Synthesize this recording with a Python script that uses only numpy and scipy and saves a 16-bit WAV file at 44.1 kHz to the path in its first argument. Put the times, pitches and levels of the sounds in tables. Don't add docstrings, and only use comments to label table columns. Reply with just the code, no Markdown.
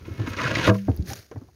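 import sys
import numpy as np
from scipy import signal
from scipy.fft import rfft, irfft
from scipy.io import wavfile

SR = 44100
rng = np.random.default_rng(int(sys.argv[2]) if len(sys.argv) > 2 else 0)


def pcm_store(signal):
    levels = np.round(np.clip(np.atleast_2d(signal), -1, 1) * 32767)
    wavfile.write(sys.argv[1], SR, levels.astype(np.int16).T)


N = 68355
TIME = np.arange(N) / SR


def amp(db):
    return 10 ** (np.asarray(db) / 20)


def unit(x):
    return x / np.sqrt(np.mean(x ** 2) + 1e-20)


def level(points):
    return amp(np.interp(TIME, *np.transpose(points)))


def fade(t, t60):
    return np.exp(-np.log(1000) * t / t60)


def add(mix, start, sound):
    part = mix[max(round(start * SR), 0):][:len(sound)]
    part += sound[:len(part)]


def colour(x, points):
    hz, db = np.transpose(points)
    bins_hz = np.fft.rfftfreq(2 * len(x), 1 / SR)
    gain = amp(np.interp(np.log(bins_hz + 1), np.log(hz), db))
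    return irfft(rfft(x, 2 * len(x)) * gain)[:len(x)]


def noise(points, size):
    return unit(colour(rng.standard_normal(size), points))


def soften(x, hz, order=2):
    return signal.lfilter(*signal.butter(order, min(hz, SR / 2 - 1), fs=SR), x)


def flicker(depth_db, hz):
    return amp(depth_db * unit(soften(rng.standard_normal(N), hz)))


def resonate(x, hz, width):
    pole = np.exp((2j * hz - width) * np.pi / SR)
    return unit(signal.lfilter([1], [1, -pole], x).real)


def ring(modes, t):
    return sum((-1) ** k * amp(db) * fade(t, t60) * np.sin(2 * np.pi * hz * t)
               for k, (hz, db, t60) in enumerate(modes))


def chirp(db, hz, length, width_hz):
    t = TIME[:round(length * SR)]
    note = resonate(resonate(rng.standard_normal(4096), hz, width_hz), hz, width_hz)
    return amp(db) * np.sin(np.pi * t / length) * unit(note[-len(t):])


# (frequency [Hz], level [dB])
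AIR_COLOUR = [(20, -6), (80, 22.5), (160, -25.5), (330, -20.5), (600, -18), (1500, -41.5), (3000, -33.5),
              (6500, -10.5), (15000, -48.5)]


def woodland_air():
    return amp(-62) * noise(AIR_COLOUR, N)


# (time [s], level [dB])
RUMBLE_LEVEL = [(0, -48.5), (.12, -35.5), (.155, -46.5), (.24, -33), (.34, -46), (.6, -30), (.75, -72),
                (.86, -48), (.93, -40), (.98, -40), (1.04, -44.5), (1.08, -38.5), (1.2, -52), (1.24, -88),
                (1.3, -63.5), (1.34, -48), (1.44, -50), (1.55, -65)]
# (frequency [Hz], level [dB])
RUMBLE_COLOUR = [(30, -16), (65, -6.5), (110, 0), (160, -10), (220, -17.5), (340, -11), (450, -17.5),
                 (700, -31), (2000, -40), (8000, -51)]


def handling_rumble():
    return level(RUMBLE_LEVEL) * noise(RUMBLE_COLOUR, N)


# (time [s], level [dB], centre [Hz], t60 [s])
TICKS = [(.051, -45, 2380, 0.044), (.366, -42.5, 4850, 0.077), (.483, -47, 5460, 0.067),
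         (.552, -29, 4260, 0.06), (0.662, -35.5, 10000, 0.17), (0.6754, -19.5, 1160, 0.027),
         (.743, -43.5, 2200, 0.091), (0.784, -45.5, 2200, 0.082), (0.8805, -35, 1140, 0.019),
         (0.9158, -46, 2700, 0.017), (0.964, -29.5, 15030, 0.029), (0.974, -45.5, 5340, 0.012),
         (1.0242, -42.5, 4670, 0.012), (1.061, -47, 5486, 0.04), (1.3138, -51, 5250, 0.028),
         (1.38, -56, 5630, 0.013), (1.412, -58, 980, 0.15), (1.478, -59, 960, 0.017),
         (1.486, -53.5, 820, 0.055)]


def ticks():
    out, t = np.zeros(N), TIME[:4096]
    step_octaves = 0.34
    for start, db, hz, t60 in TICKS:
        hump = [(hz * 2 ** (k * step_octaves), -3 * k * k) for k in np.arange(-4, 5)]
        add(out, start, amp(db) * noise(hump, len(t)) * fade(t, t60))
    return out


# (time [s], relative level [dB])
SWISH_LEVEL = [(0, -64), (.15, -56.5), (.255, -61), (.29, -47), (.36, -58.5), (.7, -64), (.745, -47),
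               (.82, -56.5), (.94, -58.5), (1.04, -60), (1.058, -52), (1.084, -39.5), (1.112, -36.5),
               (1.129, -41), (1.138, -40), (1.146, -48), (1.168, -43.5), (1.196, -49), (1.258, -58),
               (1.3, -64.5), (1.55, -68.5)]
# (frequency [Hz], level [dB])
SWISH_COLOUR = [(100, 9), (300, 7), (650, 5.5), (800, -1.5), (920, -4.5), (1700, 4.5), (3200, -3.5),
                (4400, 2.5), (6100, 1.5), (8000, -0.5), (12000, 6), (15500, 4.5)]
# (frequency [Hz], level [dB])
SNAP_COLOUR = [(300, -6), (1200, 4.5), (4000, -12), (6000, 4.5), (8000, -1), (15500, -3.5)]


def swish():
    rustle = noise(SWISH_COLOUR, N) * flicker(depth_db=2.2, hz=140)
    out = amp(4.5) * level(SWISH_LEVEL) * rustle
    hollow_note = chirp(db=-38, hz=803, length=.03, width_hz=57)
    add(out, start=1.101, sound=hollow_note)
    t = TIME[:2048]
    snap = amp(-23.5) * noise(SNAP_COLOUR, len(t)) * fade(t, t60=.009)
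    add(out, start=1.1336, sound=snap)
    return out


# (crest time [s], level [dB], pitch [Hz], swell [s])
THUMPS = [(0.03, -43, 83, 0.11), (0.1132, -34, 88, 0.02), (0.212, -21, 112, 0.0085),
          (0.313, -24.5, 100, 0.0058), (0.46, -21.5, 122, 0.0055), (0.585, -27, 115, 0.011),
          (0.897, -13, 102, 0.0067), (0.905, -19.5, 81, 0.012), (0.946, -28.5, 80, 0.016),
          (0.9984, -15.5, 72, 0.0013), (1.009, -19.5, 71.4, 0.0092), (1.096, -42, 100.2, 0.0041),
          (1.123, -33, 109.4, 0.0047), (1.191, -43.5, 105, 0.0065), (1.379, -26, 103, 0.0076)]


def hand_thumps():
    out = np.zeros(N)
    fall_over_swell = 0.98
    for crest, db, hz, swell in THUMPS:
        t = TIME - crest
        from_crest = np.where(t < 0, t / swell, t / (swell * fall_over_swell))
        envelope = np.exp(2 - 2 * np.sqrt(1 + from_crest ** 2 / 2))
        out += amp(db) * envelope * np.cos(2 * np.pi * hz * t)
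    return out


# (time [s], level [dB], brightness [Hz], pitch [ratio])
KNOCKS = [(0.08, -32, 375, 1.14), (0.099, -46.5, 410, 0.96), (0.193, -30, 893, 1.15),
          (0.215, -29, 426, 1.18), (0.235, -44, 500, 1), (.274, -24, 324, 0.93), (0.8822, -16, 675, 0.99),
          (0.897, -24.5, 530, 0.95), (0.991, -24, 267, 1.04), (1.022, -31.5, 250, 0.656),
          (1.107, -36, 615, 0.83), (1.3136, -38, 1670, 1.35), (1.323, -38, 610, 1.7),
          (1.3588, -35, 1080, 0.95), (1.4158, -39, 364, 0.91)]
# (frequency [Hz], level [dB], t60 [s])
HELD_MODES = [(283.4, 2.5, 0.082), (343.8, -13.5, 0.2), (445, -13.5, 0.13), (565, -11, 0.05),
              (661, -17, 0.12), (767.5, -8.5, 0.065), (906, -14.5, 0.11), (1104, -12, 0.043),
              (1610, -4, 0.048)]
# (frequency [Hz], level [dB])
THUD_COLOUR = [(60, -10.5), (200, -2.5), (500, 1), (1000, -6), (1600, -2.5), (2600, -5), (6500, -6),
               (15000, -16.5)]


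def knocks():
    out, t = np.zeros(N), TIME[:16384]
    for start, db, bright_hz, pitch in KNOCKS:
        thud = amp(0.5) * noise(THUD_COLOUR, len(t)) * fade(t, t60=0.095)
        blow = ring(HELD_MODES, t * pitch) + thud
        add(out, start, amp(db) * soften(blow, bright_hz, order=3))
    return out


# (time [s], level [dB], brightness [Hz], ring gain [dB])
EDGE_BLOWS = [(0.659, -24, 1200, 3), (0.6753, -11.5, 1880, -1.5), (0.687, -14, 1300, 5),
              (0.6997, -16.5, 1360, -13.5), (0.7101, -15.5, 920, -33), (0.74, -28, 830, -32.5),
              (0.751, -25, 810, -26)]
# (frequency [Hz], level [dB], t60 [s])
FREE_MODES = [(107.2, 1, 0.23), (196.5, -5.5, 0.66), (304.2, 1, 0.11), (339.4, -15.5, 0.21),
              (490.7, -7, 0.2), (556, -14.5, 0.2), (638.2, -2, 0.15), (939, -10, 0.081), (1037, -4, 0.078),
              (1110, -18.5, .1), (1389, -12, 0.11), (1610, -7.5, 0.087)]
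# (frequency [Hz], level [dB])
CRACK_COLOUR = [(60, -23), (150, 8.5), (400, 7.5), (700, 5), (830, -15), (1000, 10.5), (1600, -1),
                (2000, -18.5), (5000, -19), (15000, 18.5)]


def clatter():
    crack_rise_s, ring_rise_s, grip_s = 0.0013, 0.0098, 0.93
    out = np.zeros(N)
    ringing = ring(FREE_MODES, TIME) * (1 - np.exp(-TIME / ring_rise_s))
    crack_envelope = fade(TIME, t60=0.054) * (1 - np.exp(-TIME / crack_rise_s))
    for start, db, bright_hz, ring_db in EDGE_BLOWS:
        crack = unit(soften(noise(CRACK_COLOUR, N), bright_hz)) * crack_envelope
        add(out, start, amp(db) * (crack + amp(ring_db) * soften(ringing, bright_hz)))
    return out * fade(np.maximum(TIME - grip_s, 0), t60=0.25)


# (time [s], level [dB])
SLIDE_LEVEL = [(0, -51), (.045, -57.5), (.056, -46), (.09, -49), (.175, -47.5), (.198, -37.5),
               (.255, -43.5), (.28, -30.5), (.302, -42), (.342, -31.5), (.36, -41.5), (.372, -29),
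               (.395, -32), (.41, -26), (.46, -26.5), (.482, -27.5), (.528, -26.5), (.545, -31.5),
               (.556, -27), (.595, -23.5), (.63, -27.5), (.642, -22.5), (.668, -24), (.702, -24.5),
               (.718, -49.5), (.755, -54.5), (.79, -66.5), (.85, -63), (1.06, -90)]
# (frequency [Hz], level [dB])
WOOD_COLOUR = [(60, -29), (130, -8.5), (200, -12.5), (320, -9.5), (420, -21.5), (650, -23), (760, -23),
               (860, -18.5), (980, -17.5), (1600, -0.5), (2200, -3), (3000, -3.5), (4500, -13), (6800, -17),
               (9500, -26), (15500, -38.5)]
# (frequency [Hz], width [Hz], early level [dB], late level [dB])
RUB_MODES = [(123.7, 95, 7, 8.5), (230, 7.1, 2.5, -1), (287.2, 13.5, 6.5, 2), (329, 6, -2.5, 3),
             (361, 12, -10, -16), (497, 48, 0.5, 2), (558, 36, -17, -4.5), (640, 20, -9.5, -10),
             (941, 33, -4, 1.5), (1011, 57, 1.5, -4.5), (1075, 49, -3, -5), (1244, 8.8, -1.5, -8),
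             (1313, 23, 5, -15), (1416, 13, -2.5, 3.5), (1599, 71, -1, 3.5), (1646, 25, -22.5, -1.5),
             (1738, 14, 3.5, -18.5), (1952, 11, -9, 0), (2165, 13, 5, -10), (2205, 90, -14.5, -0.5),
             (2514, 30, 0, -1), (2804, 63, -9, -9.5), (3840, 120, -14, -9)]
# (time [s], share of the way [0-1])
CONTACT_TRAVEL = [(.46, 0.11), (.54, 1)]
# (time [s], level [dB], pitch [Hz], length [s])
CATCHES = [(0.332, -37, 1605, 0.021), (0.391, -27.5, 1224, 0.019), (0.385, -28, 2110, .022),
           (0.434, -27.5, 1700, 0.023), (0.456, -24, 1470, .023), (.495, -31.5, 502, 0.056),
           (0.514, -32.5, 236, 0.03), (0.549, -22.5, 2107, 0.017), (0.636, -29, 1690, 0.018),
           (.64, -30.5, 3600, 0.032)]


def scrape():
    slips_per_s, spread_db = 7000, 2.5
    treble_hz, brighten_db_per_s = 1580, 29
    slipping = rng.random(N) < slips_per_s / SR
    strength = amp(spread_db * np.minimum(rng.exponential(1, N), 4))
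    slips = slipping * strength * rng.choice([-1, 1], N)
    slips *= flicker(depth_db=2.43, hz=60)
    travel = np.interp(TIME, *np.transpose(CONTACT_TRAVEL))
    body = unit(sum(amp(early + (late - early) * travel) * resonate(slips, hz, width)
                    for hz, width, early, late in RUB_MODES))
    rub = amp(-6.5) * unit(colour(slips, WOOD_COLOUR)) + amp(-1.5) * body
    treble = colour(rub, [(treble_hz / 2, -30), (treble_hz, 0)])
    treble_gain = amp(brighten_db_per_s * np.clip(TIME - 0.72, -.15, .15))
    out = level(SLIDE_LEVEL) * (rub + treble * (treble_gain - 1))
    for start, db, hz, length in CATCHES:
        add(out, start, chirp(db, hz, length, width_hz=0.22 * hz))
    return out


def scene():
    background = handling_rumble() + woodland_air()
    panel = scrape() + clatter() + knocks() + hand_thumps() + swish() + ticks()
    return (background + panel)[None]


# (frequency [Hz], gain [dB])
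MIC_RESPONSE = [(20, 1), (6850, 0), (7150, -15.5), (8400, -11.5), (8800, -8.5), (16000, -12.5)]


def record(dry):
    low_cut_hz, band_limit_hz = 46.6, 15780
    low_cut = [(low_cut_hz / 2, -26), (low_cut_hz, -2), (low_cut_hz * 2, 0)]
    heard = colour(colour(dry[0], MIC_RESPONSE), low_cut)
    band_limit = signal.firwin(511, band_limit_hz, window=("kaiser", 9), fs=SR)
    return signal.oaconvolve(heard, band_limit, "same")[None]


dry = scene()
out = record(dry)
pcm_store(out)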